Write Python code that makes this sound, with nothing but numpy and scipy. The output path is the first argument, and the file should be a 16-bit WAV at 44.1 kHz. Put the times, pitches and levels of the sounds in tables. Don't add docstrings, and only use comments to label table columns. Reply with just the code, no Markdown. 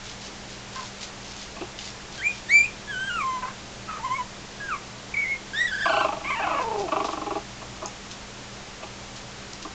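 import sys
import numpy as np
from scipy import signal
from scipy.fft import rfft, irfft
from scipy.io import wavfile

SR = 44100
rng = np.random.default_rng(int(sys.argv[2]) if len(sys.argv) > 2 else 0)


def log_audio(samples):
    frames = np.atleast_2d(samples).T
    limited = np.clip(frames, -1, 1)
    pcm = np.round(limited * 32767).astype(np.int16)
    wavfile.write(sys.argv[1], SR, pcm)


N = 429516
BIN_HZ = np.maximum(np.fft.rfftfreq(N, 1 / SR), 1)
PURE, CLEAR, HUSKY, RASPY, CRACKED = .015, .05, .12, .22, .5


def undb(db):
    return 10 ** (np.asarray(db) / 20)


def unit(x):
    return x / np.sqrt(np.mean(x ** 2) + 1e-18)


def gain_at(hz, points):
    points_hz, db = np.transpose(points)
    return undb(np.interp(np.log(hz), np.log(points_hz), db))


def band(x, hz, width_hz):
    b, a = signal.iirpeak(hz, hz / width_hz, fs=SR)
    return signal.lfilter(b, a, signal.lfilter(b, a, x))


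def wander(size, hz):
    lowpass = signal.butter(2, hz, fs=SR, output="sos")
    return unit(signal.sosfilt(lowpass, rng.standard_normal(size + SR // 10))[-size:])


def add(out, start, x):
    i = max(int(start * SR), 0)
    out[i:i + len(x)] += x[:len(out) - i]


def room_tone(air_db=-39, hum_db=5, waver=.1):
    # (frequency [Hz], relative density [dB])
    air_spectrum = [(20, -6.5), (60, -8), (90, -14), (125, -3.5), (160, -11), (350, -10), (720, -11.5),
                    (1280, -14), (3000, -16.5), (7400, -20)]
    # (frequency [Hz], relative level [dB])
    hum_tones = [(59.2, -60.5), (118.4, -58.5), (199.2, -56.5)]
    spectrum = rfft(rng.standard_normal(N)) * gain_at(BIN_HZ, air_spectrum)
    air = irfft(spectrum, N) / np.std(irfft(spectrum * (BIN_HZ > 250), N))
    hum, t = np.zeros(N), np.arange(N) / SR
    for hz, db in hum_tones:
        level = undb(db) * (1 + waver * wander(N, 8.6))
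        hum += level * np.sin(2 * np.pi * hz * t + .32 * wander(N, 5.2))
    return undb(air_db) * air + np.sqrt(2) * undb(hum_db) * hum


def scuffs(grain_db=4, centre_hz=4000, width_hz=5500):
    # (start [s], half-length [s], relative level [dB])
    strokes = [(0.037, 0.098, -41), (0.206, 0.077, -41), (.49, 0.065, -43.5), (0.727, 0.16, -40.5),
               (1.009, 0.042, -34.5), (1.245, 0.1, -41.5), (1.366, 0.083, -39), (1.796, 0.042, -40),
               (1.837, 0.069, -38.5), (2.12, 0.073, -42), (2.303, 0.094, -42.5), (6.606, 0.029, -40),
               (6.78, 0.042, -39), (7.043, .03, -35), (7.104, 0.032, -38), (8.107, 0.022, -38.5),
               (9.156, 0.033, -39), (9.618, 0.017, -39)]
    out = np.zeros(N)
    for start, half_length, db in strokes:
        progress = np.linspace(0, 1, int(2 * half_length * SR))
        grains = rng.standard_normal(len(progress)) * undb(grain_db * wander(len(progress), 250))
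        swell = np.interp(progress, [0, .12, .4, .65, 1], [.65, 1, 1, .1, .33])
        add(out, start, unit(band(grains, centre_hz, width_hz)) * swell * undb(db))
    return out


def pen(x, room_db=-12, gap_s=.0048, t60_s=.26):
    # (delay [s], level re direct sound [dB])
    echoes = [(.0031, -22.5), (.0078, -13), (0.0131, -15.5), (.022, -10.5)]
    t = np.arange(SR // 2) / SR
    tail = rng.standard_normal(len(t)) * np.exp(-np.log(1000) * t / t60_s) * (t > gap_s)
    response = undb(room_db) * tail / np.linalg.norm(tail)
    response[0] = 1
    for delay, db in echoes:
        response[int(delay * SR)] += undb(db)
    return signal.fftconvolve(x, response / np.linalg.norm(response))[:N]


def cry(glide, hoarse, octave_db, bright_db, quiver, tract=(), throbs=None,
        open_db=-50, mouth_hz=4900, mouth_width_hz=1000, edge_s=.005, catch_s=.022):
    # (pitch [Hz], extra roughness [0-1])
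    sinking = [(420, .16), (800, .1), (1000, 0)]
    # (frequency [Hz], gain [dB])
    muzzle_response = [(1200, -7), (1900, -13), (2600, -16.5), (3300, -27), (4500, -35), (6000, -25.5),
                       (7200, -20.5), (8000, -12), (9500, -25)]
    times, pitches, levels = np.transpose(glide)
    t = np.arange(times[0] - edge_s / 2, times[-1] + edge_s / 2, 1 / SR)
    hz, db = np.interp(t, times, pitches), np.interp(t, times, levels)
    from_edge = np.minimum(t - t[0], t[-1] - t)
    catch = .25 * np.exp(-from_edge / catch_s)
    rough = hoarse + catch + np.interp(hz, *np.transpose(sinking))
    swell_db = sum(boost * np.exp(-((2 * hz - centre) / width) ** 2) for centre, width, boost in tract)
    thin_db = .03 * np.maximum(hz - 1850, 0)
    fundamental, octave = undb(db), undb(db + octave_db + swell_db - thin_db)
    effort = np.hypot(fundamental, octave)
    jitter = .07 * rough * wander(len(t), 330)
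    tremble = throb(t, *throbs) if throbs else 0
    hz = hz * (1 - tremble + quiver * wander(len(t), 46) + jitter)
    phase = 2 * np.pi * np.cumsum(hz) / SR
    voice = fundamental * np.sin(phase) + octave * np.sin(2 * phase)
    slack = np.clip((1400 - hz) / 300, 0, 1)
    voice += .5 * rough * slack * effort * (np.sin(1.5 * phase) + .5 * np.sin(2.5 * phase))
    dull = undb(-.17 * np.maximum(520 - hz, 0))
    for k in range(3, 8):
        mouth = undb(open_db) / (k - 2) * np.exp(-((k * hz - mouth_hz) / mouth_width_hz) ** 2)
        muzzle = undb(bright_db - 2 * (k - 3.5)) * gain_at(k * hz, muzzle_response)
        voice += effort * dull * (muzzle + mouth) * (k * hz < SR / 4) * np.sin(k * phase)
    rattle = undb(4 * rough * slack * wander(len(t), 70))
    shimmer = 1 + .7 * rough * wander(len(t), 340)
    fade = np.minimum(from_edge / edge_s, 1)
    out = np.zeros(N)
    add(out, t[0], np.sqrt(2) * voice * rattle * shimmer * fade)
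    return out


def peeps(attack_s=.014, release_s=.025, sag_db=-2.5, edge_db=-10):
    # (start [s], length [s], first pitch [Hz], last pitch [Hz], level [dB])
    calls = [(0.749, 0.091, 1058, 1018, -37), (3.415, 0.1, 999, 1098, -33), (3.877, .12, 1290, 1217, -33.5)]
    out = np.zeros(N)
    for start, length, first_hz, last_hz, db in calls:
        end = start + length
        glide = [(start, first_hz, db + edge_db), (start + attack_s, first_hz, db),
                 (end - release_s, last_hz, db + sag_db), (end, last_hz, db + edge_db)]
        out += cry(glide, CRACKED, octave_db=-14.5, bright_db=-3, quiver=.022)
    return out


def claw_ticks(width_hz=3200):
    # (time [s], level [dB], centre [Hz], decay [s])
    snaps = [(1.229, -36, 4500, .004), (1.789, -25, 3300, .0035), (7.859, -24, 6300, .0025),
             (9.533, -25, 5600, .002)]
    out, t = np.zeros(N), np.arange(SR // 25) / SR
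    for start, db, hz, decay in snaps:
        snap = unit(band(rng.standard_normal(len(t)), hz, width_hz))
        add(out, start, undb(db) * snap * np.exp(-t / decay))
    return out


def grunt(out, start, db, chest_db, mouth_db, length, edge_s=.005, flap_hz=260, breath=.25):
    # (frequency [Hz], width [Hz], relative level [dB])
    chest = [(328, 50, 0), (402, 42, -4)]
    throat = [(660, 70, -1), (825, 60, 0), (1090, 260, -4)]
    mouth = [(1750, 700, -7), (2450, 750, 0)]
    t = np.arange(SR // 8) / SR
    gate = np.minimum(t / edge_s, 1) * np.exp(-np.maximum(t - length / 2, 0) / edge_s)
    rate_hz = flap_hz * np.exp(.54 * wander(len(t), 300))
    flaps = np.diff(np.floor(np.cumsum(rate_hz) / SR), prepend=0)
    push = gate * (unit(flaps) + breath * rng.standard_normal(len(t)))
    for modes, cavity_db in ((chest, chest_db - 2), (throat, -7.5), (mouth, mouth_db - 4.5)):
        ring = sum(undb(mode_db + 2 * rng.standard_normal()) * band(push, hz, width)
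                   for hz, width, mode_db in modes)
        add(out, start - .003, unit(ring) * np.sqrt(length / t[-1]) * undb(db + cavity_db))


def grunts():
    # (time [s], relative level [dB], chest trim [dB], mouth trim [dB], length [s])
    calls = [(1.562,-34,-15,-8,.03), (1.61,-30,.5,-8,.028), (6.242,-33,-10,-2,.026),
             (6.298,-24,-21,-10,.025), (7.367,-28,-12,-13,.018), (7.617,-32,-15,-14,.02),
             (7.819,-27,-9,-22,.03), (7.847,-27,-16,-17,.02), (8.824,-31,-12,-9,.04),
             (9.649,-29,-6,-21,.022)]
    out = np.zeros(N)
    for call in calls:
        grunt(out, *call)
    return out


def squeals():
    # (time [s], pitch [Hz], level [dB])
    squeak = [(2.18, 1614, -39), (2.208, 1540, -37.5), (2.242, 2290, -28.5), (2.272, 2435, -17),
              (2.32, 2470, -46)]
    yelp = [(2.485, 1756, -42), (2.5, 1910, -26.5), (2.515, 2207, -19.5), (2.545, 2325, -13.5),
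            (2.588, 2347, -11), (2.6, 2367, -18), (2.632, 2380, -21), (2.648, 2480, -23.5),
            (2.662, 2720, -38)]
    whistle = [(5.138, 2460, -39), (5.143, 2300, -23), (5.163, 2040, -37), (5.173, 2242, -22.5),
               (5.228, 2234, -25), (5.26, 2030, -31), (5.285, 2175, -30), (5.326, 2197, -24),
               (5.365, 2126, -40)]
    # (centre [Hz], width [Hz], octave boost [dB])
    squeak_tract = [(3100, 400, 23)]
    return (cry(squeak, CLEAR, octave_db=-27, bright_db=-1, quiver=.0073, tract=squeak_tract)
            + cry(yelp, PURE, octave_db=-7.5, bright_db=1.5, quiver=.0019)
            + cry(whistle, HUSKY, octave_db=-30, bright_db=-10.5, quiver=.008))


def whimpers():
    # (time [s], pitch [Hz], level [dB])
    whine = [(2.875, 1683, -40), (2.903, 1684, -34), (2.947, 1492, -33.5), (3.087, 1609, -30.5),
             (3.105, 1427, -28.5), (3.143, 1426, -29), (3.175, 1350, -28), (3.233, 1058, -28),
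             (3.369, 1020, -27.5), (3.39, 1020, -40)]
    whimper = [(3.995, 867, -39), (4.025, 903, -42), (4.052, 1060, -24.5), (4.086, 963, -37),
               (4.122, 1044, -23), (4.168, 1110, -36.5), (4.205, 978, -27), (4.24, 944, -47)]
    mew = [(4.6, 1682, -42), (4.604, 1662, -36), (4.68, 1604, -33), (4.734, 1194, -26), (4.758, 1060, -35),
           (4.77, 1115, -42)]
    # (centre [Hz], width [Hz], octave boost [dB])
    whine_tract = [(3020, 690, 14), (2320, 170, 15.5)]
    whimper_tract = [(2233, 90, 23.5)]
    mew_tract = [(2350, 640, 19.4)]
    return (cry(whine, CLEAR, octave_db=-21.5, bright_db=.5, quiver=.0053, tract=whine_tract)
            + cry(whimper, CLEAR, octave_db=-16.5, bright_db=1, quiver=.01, tract=whimper_tract)
            + cry(mew, CLEAR, octave_db=-27, bright_db=-9, quiver=.0046, tract=mew_tract))


def throb(t, dip_s, rate_hz, depth, build_s, settle_s):
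    swell = np.clip(np.minimum((t - t[0]) / build_s, (t[-1] - t) / settle_s), 0, 1)
    return depth * swell * np.cos(2 * np.pi * rate_hz * (t - dip_s))


def wail():
    # (time [s], pitch [Hz], level [dB])
    glide = [(5.535, 1588, -30.5), (5.56, 1740, -32), (5.61, 1928, -21), (5.66, 1930, -26),
             (5.7, 1680, -36.5), (5.73, 1578, -27.5), (5.77, 1620, -33), (5.83, 1693, -26),
             (5.94, 1385, -29), (6.01, 1475, -29), (6.07, 1197, -34)]
    # (centre [Hz], width [Hz], octave boost [dB])
    tract = [(3580, 203, 13.8), (2760, 290, 11)]
    # (time of one dip [s], rate [Hz], depth [share of pitch], build-up [s], settling [s])
    throbs = (5.725, 23.4, .065, .25, .06)
    return cry(glide, HUSKY, octave_db=-15, bright_db=-2, quiver=.0059, tract=tract, throbs=throbs,
               open_db=-15.5, mouth_hz=4470)


def growls(grunt_s=.022, uneven=.15, slowing_s=.00068, chest_db_per_s=15, mouth_db_per_s=-10):
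    # (start [s], end [s], first rate [Hz], first chest trim [dB], first mouth trim [dB])
    strings = [(5.855, 6.22, 27.65, -22, -13.5), (6.391, 6.6, 26.8, -18, -14),
               (6.88, 7.36, 25.35, -14, -15.5)]
    # (time [s], relative level [dB])
    force = [(5.855, -14), (6.05, -13.5), (6.21, -31), (6.39, -23), (6.44, -19), (6.5, -18), (6.58, -22),
             (6.88, -23), (6.92, -15.5), (7, -16), (7.13, -22.5), (7.25, -22), (7.31, -19.5)]
    out = np.zeros(N)
    for start, end, rate_hz, chest_db, mouth_db in strings:
        now, gap = start, 1 / rate_hz
        while now < end:
            age = now - start
            db = np.interp(now, *np.transpose(force))
            length = grunt_s * np.exp(uneven * rng.standard_normal())
            grunt(out, now, db, chest_db + chest_db_per_s * age, mouth_db + mouth_db_per_s * age, length)
            now += gap
            gap += slowing_s
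    return out


def moan():
    # (time [s], pitch [Hz], level [dB])
    glide = [(6.24, 1041, -38), (6.29, 1175, -33), (6.335, 1070, -30.5), (6.37, 911, -35),
             (6.44, 790, -30.5), (6.53, 596, -39), (6.65, 463.7, -38), (6.72, 430.5, -31), (6.83, 391, -31),
             (6.875, 322, -34.5)]
    # (centre [Hz], width [Hz], octave boost [dB])
    tract = [(2270, 160, 7.3), (1082, 213, 13.4)]
    # (time of one dip [s], rate [Hz], depth [share of pitch], build-up [s], settling [s])
    throbs = (6.263, 20.66, .075, .12, .45)
    return cry(glide, RASPY, octave_db=-3, bright_db=-2.5, quiver=.0159, tract=tract, throbs=throbs,
               open_db=-6, mouth_hz=2650, mouth_width_hz=430)


def scene(scuff_db=-1):
    voices = whimpers() + squeals() + wail() + moan() + peeps() + grunts() + growls()
    paws = undb(scuff_db) * scuffs() + claw_ticks()
    return (pen(voices + paws) + room_tone())[None]


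def record(dry, top_hz=8900):
    # (frequency [Hz], gain [dB])
    mic_response = [(7200, 0), (7600, -4.5), (8000, -15.5), (8500, -18), (9000, -27)]
    coloured = irfft(rfft(dry) * gain_at(BIN_HZ, mic_response), N)
    lowpass = signal.ellip(10, .2, 80, top_hz, fs=SR, output="sos")
    return signal.sosfilt(lowpass, coloured)


dry = scene()
out = record(dry)
log_audio(out)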